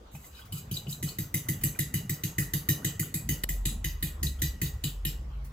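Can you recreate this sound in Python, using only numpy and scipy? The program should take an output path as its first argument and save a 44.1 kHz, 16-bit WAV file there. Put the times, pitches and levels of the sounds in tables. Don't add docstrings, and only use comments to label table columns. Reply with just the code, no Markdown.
import sys
import numpy as np
from scipy import signal
from scipy.io import wavfile
from scipy.ndimage import uniform_filter1d

SR = 44100
rng = np.random.default_rng(int(sys.argv[2]) if len(sys.argv) > 2 else 0)


def wav_record(signal):
    frames = np.transpose(np.atleast_2d(signal))
    bounded = np.clip(frames, -1, 1)
    quanta = np.round(bounded * 32767).astype(np.int16)
    wavfile.write(sys.argv[1], SR, quanta)


def undo_db(level):
    steps = np.asarray(level, float) / 20
    return 10 ** steps


N = 243431
SCENE_CHANGE_S = 3.4436
GRIP_UNTIL_S, GRIP_RING_DB, GRIP_COUNTER_DB = 0.93, -49, -7


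def evened(x):
    return x / np.sqrt(np.mean(x ** 2) + 1e-20)


def read(points, hz):
    f, value = np.transpose(points)
    return np.interp(np.log(hz + 1), np.log(f + 1), value)


def add(mix, s, sound):
    part = mix[round(s * SR):][:len(sound)]
    part += sound[:len(part)]


def gritty(size):
    spikes_db = 5. * np.minimum(rng.exponential(1, size), 4)
    return evened(rng.standard_normal(size) * undo_db(spikes_db))


# [freq_hz, likeness]
LIKENESS = [(200, 0.53), (400, 0.98), (600, 0.022), (6000, 0.033), (9000, 0.2)]


def noise(colour, size, patchy_db):
    hop, hz = size // 4, np.fft.rfftfreq(size, 1 / SR)
    a, b, c, d, patches = rng.standard_normal((N // hop + 5, len(hz), 5)).T
    patches = uniform_filter1d(patches, size=12, axis=0)
    patches = evened(uniform_filter1d(patches, size=10, axis=1, mode="wrap"))
    same = np.clip(read(LIKENESS, hz), -1, 1)[:, None]
    left = a + 1j * b
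    right = same * left + np.sqrt(1 - same ** 2) * (c + 1j * d)
    z = np.array([left, right]) * undo_db(read(colour, hz)[:, None] + patchy_db * patches)
    return evened(signal.istft(z, nperseg=size, noverlap=size - hop)[1][:, :N])


def beating():
    linger_s, after_change_db = 0.13, -2
    s, _, db, _ = np.transpose(KNOCKS)
    at = np.arange(0, N, 256)
    since = at / SR - s[:, None]
    power = undo_db(db + after_change_db * (s > SCENE_CHANGE_S))[:, None] ** 2
    power = power * np.exp(-(since / linger_s) ** 2) * (since > 0)
    strength = np.sqrt(uniform_filter1d(power.sum(0), size=12) / 2)
    return np.interp(np.arange(N), at, strength)


# [freq_hz, level_db]
AIR_COLOUR = [(120, -44), (200, -9.5), (430, -8), (1100, -8.5), (1730, -16), (2400, -17.5), (3500, -20),
              (6000, -25), (7800, -31), (9300, -63), (11000, -38), (14500, -44), (16500, -68)]


def air():
    return undo_db(-58.5) * noise(AIR_COLOUR, size=1024, patchy_db=3.5)


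# [freq_hz, level_db]
WASH_COLOUR = [(250, -19), (400, 3), (600, -3.5), (900, -9.5), (1500, -7), (2200, -53)]


def wash():
    quiet_db, of_thump_db = -59, -23
    passing_s, passing_half_s, passing_db = 2.74, 0.23, -51
    passing = undo_db(passing_db) * np.exp(-((np.arange(N) / SR - passing_s) / passing_half_s) ** 2)
    swell = undo_db(-8.5) * (undo_db(quiet_db) + undo_db(of_thump_db) * beating() + passing)
    return swell * noise(WASH_COLOUR, size=512, patchy_db=4.5)


# [freq_hz, level_db]
MURMUR_COLOUR = [(60, -10), (100, 11), (150, 2.5), (220, 1), (330, -15), (500, -36.5)]


def murmur():
    quiet_db, of_thump_db = -55, -17.5
    level = undo_db(quiet_db) + undo_db(of_thump_db) * beating()
    return level * noise(MURMUR_COLOUR, size=2048, patchy_db=5.5)[0]


# [loudest_s, half_length_s, pitch_hz, level_db]
DRONE = [(0.03, .12, 52, -52), (1.644, 0.12, 50, -50), (2.504, .1, 50, -45), (3.306, .07, 52, -40),
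         (3.586, 0.15, 45, -33.5), (3.876, 0.38, 44.5, -37.5), (4.607, 0.35, 46, -42.5),
         (5.084, 0.14, 46.5, -34.5), (5.396, 0.12, 50, -37), (4.06, 0.33, 69, -43),
         (4.252, 0.054, 68, -32.5), (4.44, 0.14, 68, -35.5), (4.72, 0.1, 69, -37), (5.236, 0.12, 63, -41),
         (5.428, 0.23, 137, -49.5)]
# [freq_hz, level_db]
RUMBLE_COLOUR = [(20, -29), (40, -3.5), (65, 5), (90, -10), (120, -49), (300, -76)]


def drone():
    waver_hz, rumble_db, rumble_of_drone_db = 0.8, -53.5, -11
    t = np.arange(N) / SR
    s, half, hz, db = np.transpose(DRONE)[:, :, None]
    swells = undo_db(db) * np.exp(-((t - s) / half) ** 2)
    rate, phase, start = rng.random((len(DRONE), 3)).T[:, :, None]
    per_s = 1 + 2 * rate
    waver = waver_hz / (2 * np.pi * per_s) * np.sin(2 * np.pi * (per_s * t + phase))
    turns = hz * t + waver + start
    notes = np.sqrt(2) * (swells * np.sin(2 * np.pi * turns)).sum(0)
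    rumble = undo_db(rumble_db) + undo_db(rumble_of_drone_db) * np.linalg.norm(swells, axis=0)
    return notes + rumble * noise(RUMBLE_COLOUR, size=4096, patchy_db=-0.5)[0]


# [left_s, right_s, left_gain, right_gain]
ECHOES = [(0, .00004, .85, .9), (.001, .0009, .6, .45), (.002, .0023, .5, -.5), (.0033, .00335, 1.3, 1.35),
          (.0036, .0038, .3, -.6), (.0043, .0045, .8, .6), (.0105, .011, -.4, .35), (.0135, .013, .5, .45),
          (.02, .021, .35, -.35)]
# [freq_hz, t60_s], a negative time swells
TAIL_T60 = [(500, -2.5), (1600, 0.64), (2200, 0.31), (2800, 0.33), (4000, 0.23), (7000, 0.3),
            (12000, 0.2255)]
# [freq_hz, level_db]
TAIL_DB = [(1500, 0), (2100, -1), (2800, 6.5), (7000, 6), (12000, 3.5)]


def kitchen():
    taps = np.zeros((2, SR // 2))
    slots = np.arange(240, SR // 2 - 16, 16)
    at = slots + rng.integers(0, 16, (2, len(slots)))
    np.put_along_axis(taps, at, rng.choice([-1., 1.], at.shape), 1)
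    taps[1] = .5 * taps[0] + .87 * taps[1]
    hz, t, z = signal.stft(taps, SR, nperseg=128)
    decay = undo_db(-60 * t / read(TAIL_T60, hz)[:, None])
    decay *= undo_db(read(TAIL_DB, hz)[:, None]) / np.linalg.norm(decay, axis=1, keepdims=True)
    tail = signal.istft(z * decay, SR, nperseg=128)[1] / 2
    for left_s, right_s, left, right in ECHOES:
        tail[[0, 1], [round(left_s * SR), round(right_s * SR)]] += left, right
    return tail


# [pitch_hz, level_db, t60_s, first_swing]
COUNTER = [(48.4, -21.9, 0.208, -1), (68.0, -32.0, 0.6, 1), (87.5, -22.7, 0.416, -1),
           (104.5, -6.9, 0.183, 1), (132.0, -6.4, 0.151, 1), (141.9, -2.0, 0.213, -1),
           (160.5, -4.7, 0.22, 1), (192.2, 0.0, 0.05, -1), (213.8, -4.3, 0.05, 1),
           (253.2, -20.6, 0.119, -1), (281.5, -26.6, 0.241, -1), (314.7, -15.4, 0.219, -1),
           (383.5, -29.0, 0.207, 1), (424.4, -45.2, 0.6, -1)]
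# [pitch_hz, level_db, t60_s, first_swing]
SHELF = [(193, -31, 0.92, -0.92), (248.7, -20, 0.37, 0.64), (310, -27, 0.66, -0.2), (419, -25, 0.52, 0.5),
         (552, -43, 0.71, -1.24), (222.3, -52, 0.33, -0.86)]


def thump(db, upper_db):
    hz, mode_db, t60, direction = np.transpose(COUNTER + SHELF)[:, :, None]
    t = np.arange(12000) / SR
    detune, strength = rng.standard_normal((2, *hz.shape))
    level_db = mode_db + upper_db * (hz > 240) + 1.09 * strength - 60 * t / t60
    swing = np.sin(2 * np.pi * hz * (1 + 0.012 * detune) * t)
    return undo_db(db + 5.5) * (direction * undo_db(level_db) * swing).sum(0)


def touch(db, hz, rings):
    t = np.arange(1600) / SR
    wet, fine = rng.standard_normal((2, len(t) + 1))
    splash = 1.3 * uniform_filter1d(wet, size=20)[1:] * np.sin(2 * np.pi * hz * t)
    spray = 0.57 * np.diff(fine)
    slap = (splash + spray) * np.exp(-t / 0.019) * np.minimum(t / 0.0024, 1)
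    ring = np.sin(2 * np.pi * hz * t * (1 + 4.3 * t))
    ring *= np.exp(-t / 0.0039) * np.minimum(t / 0.00051, 1)
    rings = np.clip(rings, 0, 1)
    return undo_db(db + 5) * (0.22 * (1 - rings) * slap + rings * ring)


# [start_s, level_db, pitch_hz, ringing_share]
TOUCHES = [(0.1226, -56, 1310, 0.1), (0.1505, -35.5, 2480, 0.26), (0.2423, -38.5, 1960, 0.18),
           (0.3494, -40.5, 3820, 0.3), (0.392, -35.5, 1460, 0.27), (0.418, -45.5, 3170, 0.57),
           (0.45, -40.5, 3410, 0), (0.5248, -32.5, 2910, 0.3), (0.712, -37, 3040, 0.72),
           (0.741, -31, 4660, 0.63), (0.7693, -26.5, 3830, 0.6), (0.8689, -39, 2835, 0.77),
           (0.893, -28.5, 4760, 0.2), (0.9262, -32.5, 3870, 0.67), (1.0885, -29.5, 4270, 0.54),
           (1.6098, -32, 2147, 0), (1.7488, -38.5, 2310, 0.44), (1.757, -40, 1480, 0.4),
           (2.83, -40, 1450, 0.4), (2.869, -44, 1450, .3), (3.029, -37, 1410, 0.5), (3.6894, -45, 1860, 1),
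           (3.9967, -46, 1910, 0.05), (4.1904, -53, 1450, 0), (4.2674, -31, 3820, 0.92),
           (4.3894, -35.5, 3124, 0.18), (4.6594, -26, 3720, 0.2), (5.443, -38.5, 1400, 0)]


def food(room):
    out = np.zeros(N)
    add(out, .15, touch(-47.0, 750, 1.0))
    for s, *slap in TOUCHES:
        add(out, s, touch(*slap))
    shaded = room * (0.33 + 0.5 * np.exp(-np.arange(room.shape[1]) / SR / 0.0027))
    return signal.oaconvolve(out[None], shaded, axes=1)[:, :N]


def causal(gain):
    log = np.log(np.r_[gain, gain[-2:0:-1]] + 1e-5)
    return np.fft.ifft(np.exp(np.conj(signal.hilbert(log)))).real[:len(gain)]


# [pitch_hz, width_hz, level_db]
GLASS = [(1960, 80.5, -1.5), (2466, 78, -8), (2935, 100, -5.5), (3870, 152, -5.5), (4750, 160, -6),
         (6187, 118, -6.5), (6635, 79, -3.5), (7666, 114, -1.5), (8340, 68, -21), (10650, 250, -6),
         (11840, 500, -10.5), (12750, 107, -0.5), (14350, 350, -3)]
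# [freq_hz, level_db]
CLATTER_COLOUR = [(300, -65), (1450, -13.5), (1850, -3), (3000, -15.5), (5500, -15), (8200, -12.5),
                  (9400, -17), (11000, -9.5), (15500, -12), (16500, -40)]


def glass(ring_db, low_db, high_db, scatter_db=0):
    hz = np.fft.rfftfreq(2048, 1 / SR)
    f, width, db = np.transpose(GLASS)[:, :, None]
    stronger, shifted = rng.standard_normal((2, *f.shape))
    off_pitch = 2 * (hz - f - 45 * shifted) / ((1 + f / 14000) * width)
    peaks = undo_db(db + scatter_db * stronger) ** 2 / (1 + off_pitch ** 2)
    power = (peaks.sum(0) + undo_db(-40.0) ** 2) * undo_db(read(CLATTER_COLOUR, hz)) ** 2
    place_db = read([(2150, ring_db + 12.5), (2400, low_db + 8.0), (2800, low_db + 13.5),
                     (5200, low_db + 12.0), (5800, 0.0092), (9000, 0), (10000, high_db + 4.5)], hz)
    response = causal(np.sqrt(power) * undo_db(place_db))
    return response / np.linalg.norm(response)


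# [start_s, length_s, hiss_db, slosh_db]
SCRAPE = [
    (0.109, 0.12, -43.5, -61),
    (0.189, 0.19, -42.5, -58),
    (0.307, 0.2, -50, -47.5),
    (0.518, 0.16, -36.5, -44),
    (0.714, 0.12, -31.5, -40.5),
    (0.879, 0.11, -29, -45.5),
    (1.038, 0.14, -33.5, -40.5),
]


def scrape():
    start, length, *levels_db = np.transpose(SCRAPE)[:, :, None]
    done = (np.arange(N) / SR - start) / length
    shape_db = np.interp(done, [0, 0.37, 1], [-12.5, 0, -46], left=-120, right=-120)
    hiss_wall, slosh_wall = glass(-44, -42.5, -8.0), glass(-19, 38, -39.5)
    out = np.zeros(N)
    for db, wall in zip(levels_db, (hiss_wall, slosh_wall)):
        stroke = gritty(N) * undo_db(shape_db + db - 14).sum(0)
        out += signal.fftconvolve(stroke, wall)[:N]
    return out


def clatter(db, ring_db, low_db, high_db):
    t = np.arange(6000) / SR
    ticks = rng.choice([-1., 1.], len(t)) * undo_db(3. 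* rng.standard_normal(len(t))) * np.exp(-t / .0006)
    ticks[0] = 4.2
    spikes_db = 4. * np.minimum(rng.exponential(1, len(t)), 4)
    grit = evened(rng.standard_normal(len(t)) * undo_db(spikes_db))
    slide = grit * undo_db(-22.5) * np.exp(-(t / 0.048) ** 2) * np.minimum(t / 0.0041, 1)
    out = signal.fftconvolve(ticks, glass(ring_db + 1.5, low_db, high_db + 2.0, scatter_db=0.18))
    out += signal.fftconvolve(slide, glass(ring_db - 7.5, low_db + 0.5, high_db - 1.0, scatter_db=4.0))
    for when, pitch, size in rng.random((6, 3)):
        fleck = touch(low_db - 6.5 - 12 * size, 2600 + 3000 * pitch, 0.37)
        add(out, 0.0068 + 0.048 * when, fleck)
    return undo_db(db + 0.5) * out


# [start_s, clatter_db, thump_db, low_glass_db]
KNOCKS = [(0.5234, -31.5, -34.5, -14), (0.7133, -32, -29.5, -16), (0.868, -54, -32, 8),
          (1.0272, -27, -28.5, -15.5), (1.186, -25.5, -29.5, -19), (1.3418, -21, -27.5, -17),
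          (1.4864, -22, -26, -16.5), (1.6365, -19.5, -25.5, -17.5), (1.7898, -21, -27, -17),
          (1.9399, -23.5, -27, -14), (2.0949, -23, -28, -13.5), (2.2361, -24, -27.5, -15),
          (2.383, -20, -25.5, -17.5), (2.5355, -20.5, -27, -17), (2.688, -19, -22, -13),
          (2.8466, -21.5, -27.5, -15.5), (2.9954, -22, -28.5, -16), (3.1413, -22.5, -31, -19),
          (3.29, -20, -27, -16), (3.4362, -19.5, -26, -13.5), (3.4903, -25, -36.5, -15),
          (3.6546, -22, -30.5, -10.5), (3.844, -24.5, -33.5, -10.5), (4.0262, -22.5, -30, -13),
          (4.23, -23, -28.5, -12), (4.4188, -20, -28, -11.5), (4.6162, -21.5, -26.5, -10),
          (4.8388, -24, -29, -6), (5.051, -24.5, -32, -8.5)]


def knocks():
    jug, counter = np.zeros((2, 2, N)), np.zeros((2, N))
    add(counter[0], .135, thump(-42.5, GRIP_COUNTER_DB))
    for s, db, thump_db, low_db in KNOCKS:
        part, gripped = int(s > SCENE_CHANGE_S), s < GRIP_UNTIL_S
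        ring_db = -16 - 0.33 * (db + 25) + GRIP_RING_DB * gripped
        struck = clatter(db, ring_db, low_db, high_db=-7)
        heard = signal.fftconvolve(struck[None], kitchen(), axes=1)
        add(jug[part].T, s, heard.T)
        add(counter[part], s + 0.00062, thump(thump_db, GRIP_COUNTER_DB * gripped))
    return jug + counter[:, None]


def scene():
    room = kitchen()
    before, after = knocks()
    before += signal.oaconvolve(scrape()[None], room, axes=1)[:, :N]
    since = np.arange(N) / SR - SCENE_CHANGE_S
    smear = 0.17 * np.exp(-np.maximum(since, 0) / 0.012)
    kept = np.where(since < 0, 1, smear)
    background = air() + wash() + murmur() + drone()
    return kept * before + after + food(room) + background


def low_pass(x):
    return signal.sosfilt(signal.butter(12, 16800, fs=SR, output="sos"), x)


def record(dry):
    limited = signal.oaconvolve(dry, signal.firwin(255, 15900, fs=SR)[None], "same")
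    return low_pass(limited)


dry = scene()
out = record(dry)
wav_record(out)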